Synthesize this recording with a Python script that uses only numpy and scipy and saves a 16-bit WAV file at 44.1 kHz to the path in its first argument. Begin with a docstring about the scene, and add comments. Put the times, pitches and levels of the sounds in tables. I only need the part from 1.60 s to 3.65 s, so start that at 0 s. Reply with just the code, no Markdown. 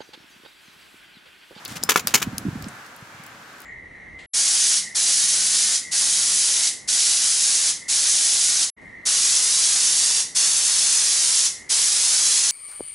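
"""A log settles in a campfire

A half-burnt log is pushed over: it scrapes, knocks against a metal pot and settles in the embers.
Each blow rings the wood, crushes a little char and stirs the pot; the hearth stones add a short echo.
Charcoal snaps and ticks, the hand-held microphone takes soft bumps, and an outdoor rush lies behind."""
import sys
import numpy as np
from scipy import signal
from scipy.fft import rfft, irfft
from scipy.io import wavfile

SR = 44100
rng = np.random.default_rng(int(sys.argv[2]) if len(sys.argv) > 2 else 0)


def wrap_up_sound(samples):
    """Save the sound to the file named by the first command line argument, as 16-bit audio."""
    columns = np.atleast_2d(samples).T
    # keep every value between -1 and 1, then stretch to whole-number steps
    tamed = np.clip(columns, -1, 1)
    steps = np.round(tamed * 32767).astype(np.int16)
    wavfile.write(sys.argv[1], SR, steps)


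N = 90404


def undb(db):
    """Turn decibels into a number to multiply by."""
    return 10 ** (np.asarray(db) / 20)


def curve(points, x):
    """Gain along straight lines through (x, dB) points."""
    return undb(np.interp(x, *np.array(points).T))


def gains(points):
    """Gain at each frequency, from (Hz, dB) points."""
    hz, db = np.array(points).T
    return undb(np.interp(np.log(np.fft.rfftfreq(2 * N, 1 / SR) + 1), np.log(hz), db))


def colour(x, points):
    """Change the tone of a sound; white noise keeps its power."""
    gain = gains(points)
    cepstrum = irfft(np.log(gain / np.sqrt(np.mean(gain ** 2))))
    cepstrum[1:N] *= 2  # folded so the filter rings only after a sound, never before
    cepstrum[N + 1:] = 0
    return irfft(rfft(x, 2 * N) * np.exp(rfft(cepstrum)))[..., :N]


def spread(pair, width):
    """Make left and right from a mid signal (shared) and a side signal (opposite in each ear)."""
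    side = irfft(rfft(pair[1], 2 * N) * gains(width))[:N]
    return np.array([pair[0] + side, pair[0] - side])


def since(start):
    """Seconds since a moment, zero before it."""
    return np.maximum(np.arange(N) / SR - start, 0)


def convolve(x, response):
    """Let every sample set off a ring or an echo."""
    return signal.fftconvolve(np.atleast_2d(x), np.atleast_2d(response), axes=-1)[:, :N]


def ring(modes):
    """The tones of a struck object; each fades by 60 dB in its ring time."""
    t = since(0)[:SR // 2]
    return sum(undb(db - 60 * t / ring_s) * np.sin(2 * np.pi * hz * t) for hz, db, ring_s in modes)


def grains(per_second, spread_db=3.5):
    """Two streams of tiny cracks of uneven size, scaled to a power of 1."""
    size = undb(spread_db * np.clip(rng.standard_normal((2, N)), -2, 2))
    happens = rng.random((2, N)) < per_second / SR
    cracks = happens * np.sign(rng.standard_normal((2, N))) * size
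    return cracks / cracks.std()


# tone of the outdoor rush (frequency [Hz], relative level [dB])
RUSH_TONE = [(18, -46), (30, -29.5), (127, -9.5), (319, -6), (355, -11), (486, -10), (684, -8),
             (1630, -3.5), (1810, -7), (2170, -10.5), (3220, -16), (7270, -21), (8080, -24), (14000, -31),
             (16000, -37)]
# how loud the rush is (time [s], level [dB])
RUSH_LEVEL = [(0, -44.5), (.6, -43), (1.2, -43.5), (1.4, -46), (1.65, -45.5), (2.05, -45)]
# brief swells in the rush (peak time [s], half length [s], frequency [Hz], level [dB])
RUSH_SWELLS = [(1.185, 0.11, 1450, -48.5), (1.65, 0.16, 2440, -51)]
# how wide the rush sounds (frequency [Hz], side compared with mid [dB])
RUSH_WIDTH = [(100, -57.5), (600, -14), (1500, -2.5), (4000, -4), (12000, -2)]


def outdoors():
    """A soft, wide rush with short swells at middle pitches."""
    rush = curve(RUSH_LEVEL, since(0)) * colour(rng.standard_normal((2, N)), RUSH_TONE)
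    for peak, half_length, hz, db in RUSH_SWELLS:
        noise = colour(rng.standard_normal((2, N)), RUSH_TONE)
        band = signal.lfilter(*signal.iirpeak(hz, Q=2.5, fs=SR), noise)
        rush += undb(db) * np.exp(-((since(0) - peak) / half_length) ** 2) * band / band.std()
    return spread(rush, RUSH_WIDTH)


# rumble of the hand shifting its grip (time [s], level [dB])
GRIP_LEVEL = [(0, -76), (.1, -44.5), (.35, -49), (.65, -41.5), (.9, -42), (1.07, -40), (1.14, -56),
              (1.35, -73), (1.8, -54), (1.9, -76)]
# tone of that rumble (frequency [Hz], relative level [dB])
GRIP_TONE = [(20, -39), (60, -6.5), (120, 2.5), (240, -2.5), (400, -17.5), (760, -15.5), (1200, -46.5)]
# bumps on the microphone's case (time [s], level [dB], pitch at the bump's loudest moment [Hz])
CASE_BUMPS = [(0.109, -32, 142), (0.116, -32.5, 226), (0.158, -33.5, 180), (.215, -40, 252),
              (0.447, -32.5, 206), (.545, -27, 179), (.668, -20.5, 231), (0.676, -23.5, 126),
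              (0.719, -47, 198), (.728, -26, 234), (0.74, -35, 110), (0.781, -35.5, 242), (0.85, -22, 259),
              (.863, -17.5, 213), (0.88, -27.5, 313), (.882, -17.5, 137), (0.925, -27, 150),
              (0.954, -25.5, 233), (0.967, -28.5, 116), (0.99, -36, 147), (1.008, -32, 136),
              (1.034, -31, 103), (1.064, -25.5, 218), (1.422, -36.5, 140), (1.544, -43, 135),
              (1.595, -38.5, 166)]


def handling(rise_s=0.0055, pitch_sag=0.09, port_hz=350, port_db=-2):
    """The hand rumbles and bumps on the microphone; its case resonates at the right-hand opening."""
    thuds = curve(GRIP_LEVEL, since(0)) * colour(rng.standard_normal(N), GRIP_TONE)
    for start, db, hz in CASE_BUMPS:
        age = since(start) / rise_s  # 1 at the bump's peak
        cycles = hz * rise_s * age * (1 + pitch_sag) / (1 + pitch_sag * age / 2)
        thuds += undb(db) * (age * np.exp(1 - age)) ** 2 * np.sin(2 * np.pi * cycles)
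    right_port = signal.lfilter(*signal.iirpeak(port_hz, Q=1.7, fs=SR), thuds)
    return np.array([thuds, thuds + undb(port_db) * right_port])


# how wide the fire sounds (frequency [Hz], side compared with mid [dB])
FIRE_WIDTH = [(100, -45), (400, -16), (700, 1), (1400, -9), (5000, -10), (9000, -4), (15000, -1)]


def close_by(pair):
    """Spread a sound from the nearby fire between the ears."""
    return spread(pair, FIRE_WIDTH)


# tone of the embers (frequency [Hz], relative level [dB])
EMBER_TONE = [(500, -36), (3000, -1), (8000, 5), (16000, -4)]


def embers(level_db=-67.5):
    """Glowing wood crackles faintly at random."""
    return undb(level_db) * close_by(colour(grains(per_second=70), EMBER_TONE))


# tone of the echo (frequency [Hz], relative level [dB])
ECHO_TONE = [(100, 1), (2500, -8.5), (7000, -14.5), (15000, -8.5)]


def hearth(sound, echo_db=-13, ring_s=0.095, delay_s=0.002):
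    """Stones and logs around the fire scatter the sound, adding a short echo."""
    t = since(delay_s)
    tail = rng.standard_normal((2, N)) * (t > 0) * undb(-60 * t / ring_s)
    tail /= np.sqrt(np.sum(tail[0] ** 2))
    echo = close_by(colour(tail, ECHO_TONE))
    return sound + undb(echo_db) * convolve(sound.mean(axis=0), echo)


# charcoal snaps (time [s], level [dB], centre pitch [Hz], pitch spread [octaves], fade time [s])
CHARCOAL_SNAPS = [(0.0502, -26.5, 7900, 1, 0.0029), (0.0565, -29.5, 3630, 0.45, 0.0055),
                  (.079, -32, 9100, 0.51, 0.0024), (0.169, -32, 4500, 0.83, 0.0023),
                  (.229, -21, 4500, 0.53, 0.00091), (.2360, -9.5, 7960, 0.48, .0013),
                  (0.4714, -10, 12200, 1, 0.0015), (.4732, -9.5, 4980, 0.31, 0.00072),
                  (0.4804, -19.5, 6840, 0.58, 0.0011), (0.491, -28, 4600, 0.25, .0015),
                  (0.7814, -16.5, 7600, 0.99, 0.0014), (1.0237, -30.5, 7900, 1, 0.0017),
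                  (1.042, -31, 3300, 0.71, 0.0018), (1.084, -37.5, 7460, 0.36, 0.0054),
                  (1.248, -48, 7000, 0.89, .002), (1.263, -45, 7050, 0.94, 0.004),
                  (1.363, -41, 11000, 0.38, 0.0017), (1.6358, -42.5, 12500, 1, 0.0047),
                  (1.664, -38, 12400, 1, 0.0021), (2.003, -39, 11500, 0.72, 0.0018),
                  (2.018, -41, 12000, .5, .0015)]


def charcoal(rise_s=0.00076, body_hz=820, body_db=-3, piece_hz=4920, piece_width_hz=500, piece_db=2.5):
    """Each snap is a quick, bright burst over a weak, dull body; the small pieces share one resonance."""
    out, size = np.zeros((2, N)), SR // 32
    t, hz = np.arange(size) / SR, np.fft.rfftfreq(size, 1 / SR) + 1
    body = undb(body_db) / (1 + (hz / body_hz) ** 2)
    resonance = 1 + undb(piece_db) / (1 + ((hz - piece_hz) / piece_width_hz) ** 2)
    for start, db, centre_hz, octaves, fade_s in CHARCOAL_SNAPS:
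        envelope = np.minimum(t / rise_s, 1) * np.exp(-np.maximum(t - rise_s, 0) / fade_s)
        bright = np.exp(-.5 * (np.log2(hz / centre_hz) / octaves) ** 2)
        noise = irfft(rfft(rng.standard_normal((2, size))) * (bright + body) * resonance, size)
        mid, side = undb(db) * envelope * noise / noise.std()
        side *= undb(-8.5 + 8.5 * np.log2(centre_hz / 8000))  # higher snaps sound wider
        i = int(start * SR)
        out[:, i:i + size] += np.array([mid + side, mid - side])[:, :max(N - i, 0)]
    return out


def clumps(spread_db=2.5, step_s=.0015):
    """A jumpy gain: char gives way in uneven spurts of a millisecond or two."""
    t = since(0)
    steps = np.arange(0, t[-1], step_s)
    jumps = np.clip(rng.standard_normal(len(steps)), -1.5, 1.5)
    return undb(spread_db * np.interp(t, steps, jumps))


# the log's slides over ash and bark (time [s], length [s], level [dB])
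LOG_SLIDES = [(0.08, 0.078, -38.5), (0.154, 0.032, -33.5), (0.476, 0.056, -34)]


def sliding(rise_share=0.27):
    """Bark grates in a stream of tiny cracks that swells and fades with each slide."""
    envelope = np.zeros(N)
    for start, length, db in LOG_SLIDES:
        envelope += undb(db) * np.interp(since(start) / length, [0, rise_share, 1], [0, 1, 0]) ** .5
    return envelope * grains(per_second=3100)


# tones of the metal pot (pitch [Hz], relative level [dB], ring time [s])
POT_TONES = [(442, -9, .2), (1136, 1, .09), (1645, -1, .1), (2200, 0, .16), (2318, 0, .15), (2536, 0, .13),
             (2752, -2, .11), (3029, -3, .16), (3280, -4, .16), (5162, -2, .12), (5282, -2, .13),
             (5800, -2, .09), (6363, -2, .1), (6694, 4, .1), (6974, 1, .1), (7049, 0, .11),
             (10900, -7, .07)]


def pot(grit, knocks, gain_db=-53):
    """The metal rings when grit and knocks shake it."""
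    centred_knocks = np.array([knocks, np.zeros(N)])  # all mid, no side
    return undb(gain_db) * convolve(grit + centred_knocks, ring(POT_TONES))


# tones of a brittle piece of charcoal (pitch [Hz], relative level [dB], ring time [s])
CLINK_TONES = [(5200, 2, 0.2), (6300, -14, .11), (7450, -6, .12), (8900, -2, .07), (14800, 1, .08)]


def clink(start_s=.2362, gain_db=-38):
    """One piece of charcoal gives a thin, glassy ring after a sharp snap."""
    return undb(gain_db) * convolve(signal.unit_impulse(N, int(start_s * SR)), ring(CLINK_TONES))


# the log's blows (time [s], knock level [dB], crunch level [dB], time until the crunch fades [s])
LOG_BLOWS = [(.2908, -11, -19.5, 0.0035), (.2935, -16, -13, 0.0059), (0.3058, -41, -18.5, 0.0031),
             (.318, -19.5, -20.5, 0.0031), (0.339, -36, -29, 0.00081), (0.348, -45, -30, 0.00091),
             (0.3589, -2.5, -17, 0.0025), (0.37, -28, -22.5, 0.0095), (0.393, -46, -25.5, 0.0054),
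             (0.472, -20, -21.5, 0.0013), (.5398, -14, -13.5, 0.0012), (0.5426, -23.5, -12.5, 0.0073),
             (0.553, -23, -13.5, 0.0026), (0.572, -31, -29, 0.011), (0.598, -38, -36, 0.0062),
             (0.6172, -21.5, -26, 0.0048), (0.626, -25, -21.5, 0.0032)]


def blows(contact_s=0.00004, rise_s=0.0014, fade_s=0.0058, crunch_gain_db=0.5):
    """Each blow gives one sharp push and crushes char into a burst of tiny cracks."""
    knocks, crush_power = np.zeros((2, N))
    for start, knock_db, crunch_db, length in LOG_BLOWS:
        t = since(start)
        pulse = t * np.exp(-t / (contact_s / 2))
        knocks += undb(knock_db) * pulse / pulse.sum()
        envelope = np.minimum(t / rise_s, 1) * np.exp(-np.maximum(t - length, 0) / fade_s)
        crush_power += (undb(crunch_db) * envelope) ** 2
    return knocks, undb(crunch_gain_db) * np.sqrt(crush_power) * grains(per_second=13000)


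# tones of the wooden log (pitch [Hz], relative level [dB], ring time [s])
WOOD_TONES = [(310, -40, 0.055), (464, -5, 0.011), (870, -34, 0.046), (1206, -8, 0.026), (1392, 6, 0.011),
              (1690, -8, 0.03), (2243, -3, 0.022), (2594, -9.5, 0.03), (3453, -4, 0.011)]
# tone of crushed char, the log's burnt crust (frequency [Hz], relative level [dB])
CHAR_TONE = [(60, -23.5), (250, -0.5), (480, -4), (680, -11), (950, -3), (1100, -1.5), (2500, 2.5),
             (4400, -2.5), (5600, 0), (6900, 3), (7700, -3.5), (9500, -7), (10800, -5), (12200, -9),
             (13100, -4.5), (14400, -11), (16000, -12)]
# tone of sliding bark (frequency [Hz], relative level [dB])
BARK_TONE = [(100, 4), (400, -3), (1200, -1.5), (3200, 1), (6500, -2.5), (11000, -8), (16000, -16)]


def log_on_pot(wood_db=-4.5):
    """Knocks ring the wood, char crumbles, bark grates, and all three stir the pot."""
    knocks, crumbs = blows()
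    spurts = clumps()
    crunch, scrape = spurts * crumbs, spurts * sliding()
    wood = undb(wood_db) * convolve(knocks, ring(WOOD_TONES))
    metal = pot(crunch + scrape, knocks)
    return wood + close_by(colour(crunch, CHAR_TONE) + colour(scrape, BARK_TONE) + metal)


def scene(left_lead_db=1.45, low_cut_hz=253):
    """The fire is close and slightly to the left; its small pieces give off little bass."""
    fire = hearth(embers() + charcoal() + clink() + log_on_pot())
    fire *= undb(np.array([[left_lead_db], [-left_lead_db]]) / 2)
    fire = signal.lfilter(*signal.butter(2, low_cut_hz, "high", fs=SR), fire)
    return fire + handling() + outdoors()


def record(dry):
    """The recorder flattens peaks beyond full scale and cuts the treble above 15800 Hz."""
    treble_cut = signal.ellip(8, .2, 70, 15800, fs=SR, output="sos")
    return signal.sosfilt(treble_cut, np.clip(dry, -1, 1))


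dry = scene()
out = record(dry)
wrap_up_sound(out)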